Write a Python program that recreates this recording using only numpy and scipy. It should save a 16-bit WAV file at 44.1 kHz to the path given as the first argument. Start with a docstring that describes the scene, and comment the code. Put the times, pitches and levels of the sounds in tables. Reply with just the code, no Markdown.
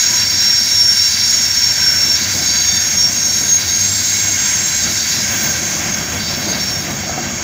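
"""A long train of loaded hopper cars rolls through a curve. From the start, rough treads set the cars
rumbling, flanges grind on the rail, and stick-slip friction locks single wheels into high squeals that
sink slightly in pitch. From about 1 s, flanges bite in rough screeches; from 2.3 s, wheels knock over
rail joints. Midway one car drones briefly. Then the grinding eases as the roar of the bodies grows,
and at about 7 s a loose steel part clanks three times."""
import sys
import numpy as np
from scipy import signal
from scipy.fft import rfft, irfft, next_fast_len
from scipy.io import wavfile

SR = 44100
rng = np.random.default_rng(int(sys.argv[2]) if len(sys.argv) > 2 else 0)


def dump_mix(stems):
    """Bounce the given channels to the path in sys.argv[1] as a 16-bit WAV at rate SR."""
    frames = np.atleast_2d(stems).T  # one column per channel
    limited = np.clip(frames, -1, 1)  # hard clip at full scale
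    pcm = np.round(limited * 32767).astype(np.int16)
    wavfile.write(sys.argv[1], SR, pcm)


N = 327663
TIME = np.arange(N) / SR
BINS = np.maximum(np.arange(N // 2 + 1) * SR / N, 1)

# wheel resonances: (frequency [Hz], bandwidth [Hz], lift above the friction noise [dB])
WHEEL_MODES = [(1587, 91, 5.5), (2203, 60, 6), (2722, 73, 5), (3685, 60, 8.5), (3957, 110, 12),
               (4557, 120, 6.5), (5020, 60.6, 2), (5520, 83, 1), (6140, 93, 0.5), (6570, 85, 4.5),
               (7490, 100, 8), (8540, 240, 3.5), (9420, 150, 5), (10530, 220, 7.5), (11580, 190, -2.5),
               (14600, 150, 2), (15250, 250, 2)]
# flange friction: (time [s], level [dB], lift of the keen edge [dB], lift of sizzle and hiss [dB])
FLANGE_FRICTION = [(0, -19.5, -3.5, -1), (1.5, -21.5, -2, -1.5), (3.4, -23.5, 0, 2), (4.3, -23.5, 2.5, 1.5),
                   (5.4, -23.5, 0.5, 0.5), (6.1, -29.5, 2, 2.5), (6.8, -29, -1, 2.5), (7.3, -30.5, 2, -6)]
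# ringing of wheels and rails: (time [s], level [dB])
RING_LEVELS = [(0, -25), (.85, -27.5), (1.85, -26), (2.35, -26), (3.45, -29), (4.15, -27), (5.35, -25.5),
               (5.9, -27.5), (7.43, -29.5)]


def from_db(db):
    """Decibels to amplitude ratio."""
    return 10 ** (np.asarray(db) / 20)


def rms_one(x):
    """Normalisation to unit power."""
    return x / np.sqrt(np.mean(x ** 2) + 1e-20)


def gains(rows):
    """Interpolation in decibels: one gain envelope for each level column."""
    times, *columns = np.transpose(rows)
    return [from_db(np.interp(TIME, times, levels)) for levels in columns]


def drift(rate_hz, size=N):
    """Random modulation: noise of unit spread, low-passed at rate_hz."""
    hop, settle = 40, 2000
    pole = np.exp(-2 * np.pi * hop * rate_hz / SR)
    white = rng.standard_normal(N // hop + settle + 2)
    slow = signal.lfilter([1], [1, -2 * pole, pole * pole], white)[settle:]
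    return np.interp(np.arange(size) / hop, np.arange(len(slow)), rms_one(slow))


def noise(spectrum, modes=()):
    """Source and filter: unit-power noise with a broad colour and a peak at each resonance."""
    hz, db = np.transpose(spectrum)
    shape_db = np.interp(np.log(BINS), np.log(hz), db, left=-90, right=-90)
    for centre, width, lift in modes:
        shape_db += lift / (1 + (2 * (BINS - centre) / width) ** 2)
    size = next_fast_len(N)
    colour = np.interp(np.arange(size // 2 + 1) * SR / size, BINS, from_db(shape_db))
    return rms_one(irfft(rfft(rng.standard_normal(size)) * colour, size)[:N])


def passing_tone(t, hz, scatter, flutter_hz, beat_hz=27, doppler_per_s=.0088):
    """Doppler effect: a passing mode sinks in pitch, and shifted echoes off the ground and trees beat with it."""
    phase = 2 * np.pi * hz * (t - doppler_per_s * t * t / 2)
    beat = 2 * np.pi * beat_hz * t
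    above, below = drift(flutter_hz, len(t)), drift(flutter_hz, len(t))
    echoes = above * np.sin(phase + beat) + below * np.cos(phase - beat)
    return (np.sin(phase) + scatter * echoes) * np.sqrt(2 / (1 + 2 * scatter ** 2))


def add_tone(out, start, length, hz, gain, scatter, flutter_hz, fade_s=0.049):
    """Self-excited oscillation: one mode builds up, holds and dies away, added into out."""
    span = slice(max(int(start * SR), 0), min(int((start + length) * SR), N))
    t = TIME[span] - start
    if len(t):
        fade = np.clip(np.minimum(t, length - t) / fade_s, 0, 1)
        out[span] += np.broadcast_to(gain, N)[span] * fade * passing_tone(t, hz, scatter, flutter_hz)


def squeals(swell_db=0.5, arch_db=3.5, stutter_db=1.7, firm_grip_db=-13):
    """Stick-slip feedback sustains one wheel mode, which swells and stutters until the wheel lets go."""
    # wheels gripping the rail: (start [s], duration [s], starting frequency [Hz], level [dB])
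    grips = [(-.1, 0.33, 6670, -17), (-.05, .48, 5560, -19.5), (.36, .35, 5548, -16),
             (0.053, 0.19, 990, -41), (.4, 1.1, 5270, -29), (0.402, 1.3, 5960, -36),
             (.68, .45, 5534, -13.9), (.58, 1.05, 9625, -40.5), (.78, 0.57, 4710, -27.5),
             (1.15, .42, 5530, -17.8), (1.27, .12, 6700, -19), (1.45, .7, 12830, -44),
             (1.53, 0.25, 5500, -15), (1.7, .49, 5490, -15.3), (1.75, .27, 1533, -37.5),
             (2.38, 0.16, 5460, -22), (2.45, 0.4, 4590, -24.5), (2.45, 0.48, 5570, -22.5),
             (2.42, 0.64, 6544, -19), (2.6, 0.37, 1780, -36), (2.62, 0.23, 3590, -31),
             (2.94, 0.18, 5550, -14.5), (2.98, .4, 6060, -30), (3.11, 0.48, 6535, -18.5),
             (3.13, 0.3, 5540, -22), (3.45, 0.16, 6525, -12.5), (3.66, 0.26, 6510, -18),
             (3.8, 0.24, 7480, -22), (4.0, 0.68, 6495, -23), (4.0, .9, 7460, -25.5),
             (4.05, .41, 2200, -33.5), (4.44, .15, 8790, -39), (5.02, .21, 11548, -40),
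             (5.25, .39, 1560, -36), (5.27, 0.27, 15150, -29), (5.42, 0.14, 6450, -23),
             (5.86, 0.14, 6410, -22.5), (6.19, .14, 4620, -28), (6.2, 0.27, 5460, -27),
             (6.44, .12, 6430, -24.5), (6.56, .28, 5500, -26)]
    out = np.zeros(N)
    for start, length, hz, db in grips:
        from_middle = np.clip((TIME - start) / length, 0, 1) - .5
        shape_db = swell_db * from_middle + arch_db * (1 / 3 - (2 * from_middle) ** 2)
        gain = from_db(db + shape_db + stutter_db * drift(11))
        scatter = .25 + .01 * max(firm_grip_db - db, 0)   # a firm grip rings clean; weaker ones rasp
        add_tone(out, start, length, hz, gain, scatter, flutter_hz=.0035 * hz)
    return out


def grinding():
    """Sliding friction: flanges stick and slip on the rail, exciting four bands that judder together."""
    # friction spectra, lowest band first: (frequency [Hz], relative density [dB])
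    grind_band = [(2500, -38), (3100, -21), (3700, -8.5), (3900, -9.5), (4200, -7.5), (4550, -1),
                  (4900, -4), (5300, 2), (5700, 7.5), (5950, -6), (6200, -13), (6800, -30)]
    edge_band = [(5600, -17), (6100, -5), (6450, 4.5), (6700, 0.5), (6900, -1), (7150, -10), (7400, -7.5),
                 (7600, -10.5), (7800, -14.5), (8100, -40), (9000, -48)]
    sizzle_band = [(7000, -14), (8100, -5), (8550, 5), (9000, -1.5), (11000, 1), (13900, 3), (14600, -11)]
    hiss_band = [(13700, -20), (14400, -1), (15400, -1), (15700, -7)]
    grind, keen, bright = gains(FLANGE_FRICTION)
    judder_db = 0.56 * drift(21)
    out = grind * from_db(1 + judder_db + 0.85 * drift(9.8)) * noise(grind_band, WHEEL_MODES)
    out += grind * keen * from_db(2.5 + judder_db + 0.86 * drift(6)) * noise(edge_band, WHEEL_MODES)
    sizzle = grind * bright
    hiss = sizzle ** 0.49   # about half the sizzle's swing in decibels
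    out += hiss * from_db(-24 + judder_db + drift(14)) * noise(hiss_band)
    return out + sizzle * from_db(-15 + judder_db + 1.1 * drift(13)) * noise(sizzle_band, WHEEL_MODES)


def rolling():
    """Forced vibration: rough treads shake the loaded bodies and ring wheels and rails."""
    # shaking of the car bodies: (time [s], level [dB])
    shake_levels = [(0, -36), (1.0, -38.5), (2.4, -33), (3.9, -35.5), (5.1, -32), (5.9, -28), (7.05, -27),
                    (7.43, -30)]
    # deep rumble, body roar, wheel and rail ring: (frequency [Hz], relative density [dB])
    rumble_band = [(20, -11), (40, -15), (53, -12), (66, -0.5), (82, 3.5), (100, 6.5), (120, -5),
                   (170, -50)]
    roar_band = [(80, -28), (125, -2.5), (165, -2.5), (220, -.5), (280, -8), (345, -6.5), (430, -17.5),
                 (560, -11), (720, -10), (880, -17.5), (1200, -15.5), (2500, -29)]
    ring_band = [(780, -11.5), (900, -11), (990, -5.5), (1170, -17), (1350, -6), (1500, -2), (1750, -2.5),
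                 (1950, -1.5), (2300, -1), (2550, -5.5), (2950, -7.5), (3500, -2.5)]
    shake, = gains(shake_levels)
    ring, = gains(RING_LEVELS)
    out = shake ** 0.52 * from_db(-17.5) * noise(rumble_band)   # about half the roar's swing in decibels
    out += shake * from_db(1.66 + 1.44 * drift(5.9)) * noise(roar_band)
    out += ring * from_db(1.1 * drift(10)) * noise(ring_band, WHEEL_MODES)
    # one car drones briefly
    add_tone(out, start=3.6, length=.82, hz=100, gain=from_db(-33.5), scatter=0.18, flutter_hz=4.7)
    return out


def scrapes(rough_db=2.5, fade_s=0.038):
    """Friction chatter: a biting flange drives the wheel's middle modes without settling on one."""
    # flange bites: (start [s], duration [s], level [dB])
    bites = [(.95, .42, -27), (2.122, 0.58, -26.5), (3.546, 0.61, -27.5), (4.84, 0.33, -27),
             (6.185, 0.19, -25), (6.406, 0.33, -25.5)]
    # screech spectrum: (frequency [Hz], relative density [dB])
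    screech_band = [(2900, -21), (3600, -9.5), (4200, -7), (4600, 0), (5100, -4), (5700, -9), (7000, -30)]
    envelope = np.zeros(N)
    for start, length, db in bites:
        envelope += from_db(db) * np.clip(np.minimum(TIME - start, start + length - TIME) / fade_s, 0, 1)
    return envelope * from_db(rough_db * drift(25)) * noise(screech_band, WHEEL_MODES)


def rail_joints(rise_s=0.007, t60_s=0.34):
    """Impact excitation: each drop of a wheel at a joint booms through the hopper above it."""
    # wheel drops: (time [s], relative level [dB])
    drops = [(2.336, -18), (3.407, -18.5), (4.854, -21), (5.309, -20), (6.116, -13.5), (6.46, -13.5),
             (6.55, -20)]
    # response of the hopper: (frequency [Hz], relative density [dB])
    knock_band = [(60, 0), (130, 8), (300, 5.5), (450, -2.5), (700, 1.5), (1200, -13), (2500, -27),
                  (6000, -45)]
    envelope = np.zeros(N)
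    for start, db in drops:
        age = np.maximum(TIME - start, 0)
        decay_db = 60 * np.minimum(age / t60_s, 2)
        envelope += from_db(db - 8 - decay_db) * (1 - np.exp(-age / rise_s))
    return envelope * noise(knock_band)


def clanks(spread_db=2):
    """Damped free vibration: each blow rings every mode of a loose steel part with a random strength."""
    # blows on the part: (time [s], level [dB])
    blows = [(7.035, -32), (7.095, -23), (7.178, -23)]
    # its modes: (frequency [Hz], relative level [dB], time to fall 60 dB [s])
    steel_modes = [(590, -7, .15), (677, -3, 0.16), (728, 0.5, 0.18), (745, -2, 0.16), (1310, -8, 0.23)]
    out = np.zeros(N)
    for start, db in blows:
        onset = int(start * SR)
        age = TIME[onset:] - start
        for hz, mode_db, t60_s in steel_modes:
            envelope = from_db(db + mode_db + rng.normal(0, spread_db) - 60 * age / t60_s)
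            out[onset:] += envelope * np.sin(2 * np.pi * hz * age)
    return out


def far_wheels(count=420, tuning_spread=.05, range_db=8, shortest_s=.08):
    """Incoherent sum: the other wheels sing faintly at random, each detuned and blurred by echoes."""
    # strongest singing of low, middle and high modes: (level relative to the drive [dB])
    strongest_db = [-12.5, -7.5, -22]
    # longest singing of the same groups: (duration [s])
    longest_s = [.25, .28, .6]
    out = np.zeros(N)
    ring, = gains(RING_LEVELS)
    grind, _, bright = gains(FLANGE_FRICTION)
    drives = [ring, grind, grind * bright]
    for when, hold, which, detune, weakness in rng.random((count, 5)):
        hz, width, _ = WHEEL_MODES[int(which * len(WHEEL_MODES))]
        hz += min(tuning_spread * hz, 2 * width) * (detune - .5)
        group = np.searchsorted([3800, 7000], hz)
        gain = drives[group][int(when * N)] * from_db(strongest_db[group] - range_db * weakness)
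        length = shortest_s + hold * (longest_s[group] - shortest_s)
        add_tone(out, when * TIME[-1] - length / 2, length, hz, gain, scatter=0.56, flutter_hz=.004 * hz)
    return out


def scene():
    """Superposition: the whole train is heard from one direction, alike in both ears."""
    train = rolling() + grinding() + scrapes() + squeals() + far_wheels() + rail_joints() + clanks()
    return np.array([train, train])


def record(dry, ceiling=0.7, cutoff_hz=15580):
    """Soft saturation rounds the highest peaks; a steep low-pass filter limits the bandwidth."""
    rounded = dry / (1 + (dry / ceiling) ** 6) ** (1 / 6)
    return signal.sosfilt(signal.ellip(12, .1, 90, cutoff_hz, fs=SR, output="sos"), rounded)


dry = scene()
out = record(dry)
dump_mix(out)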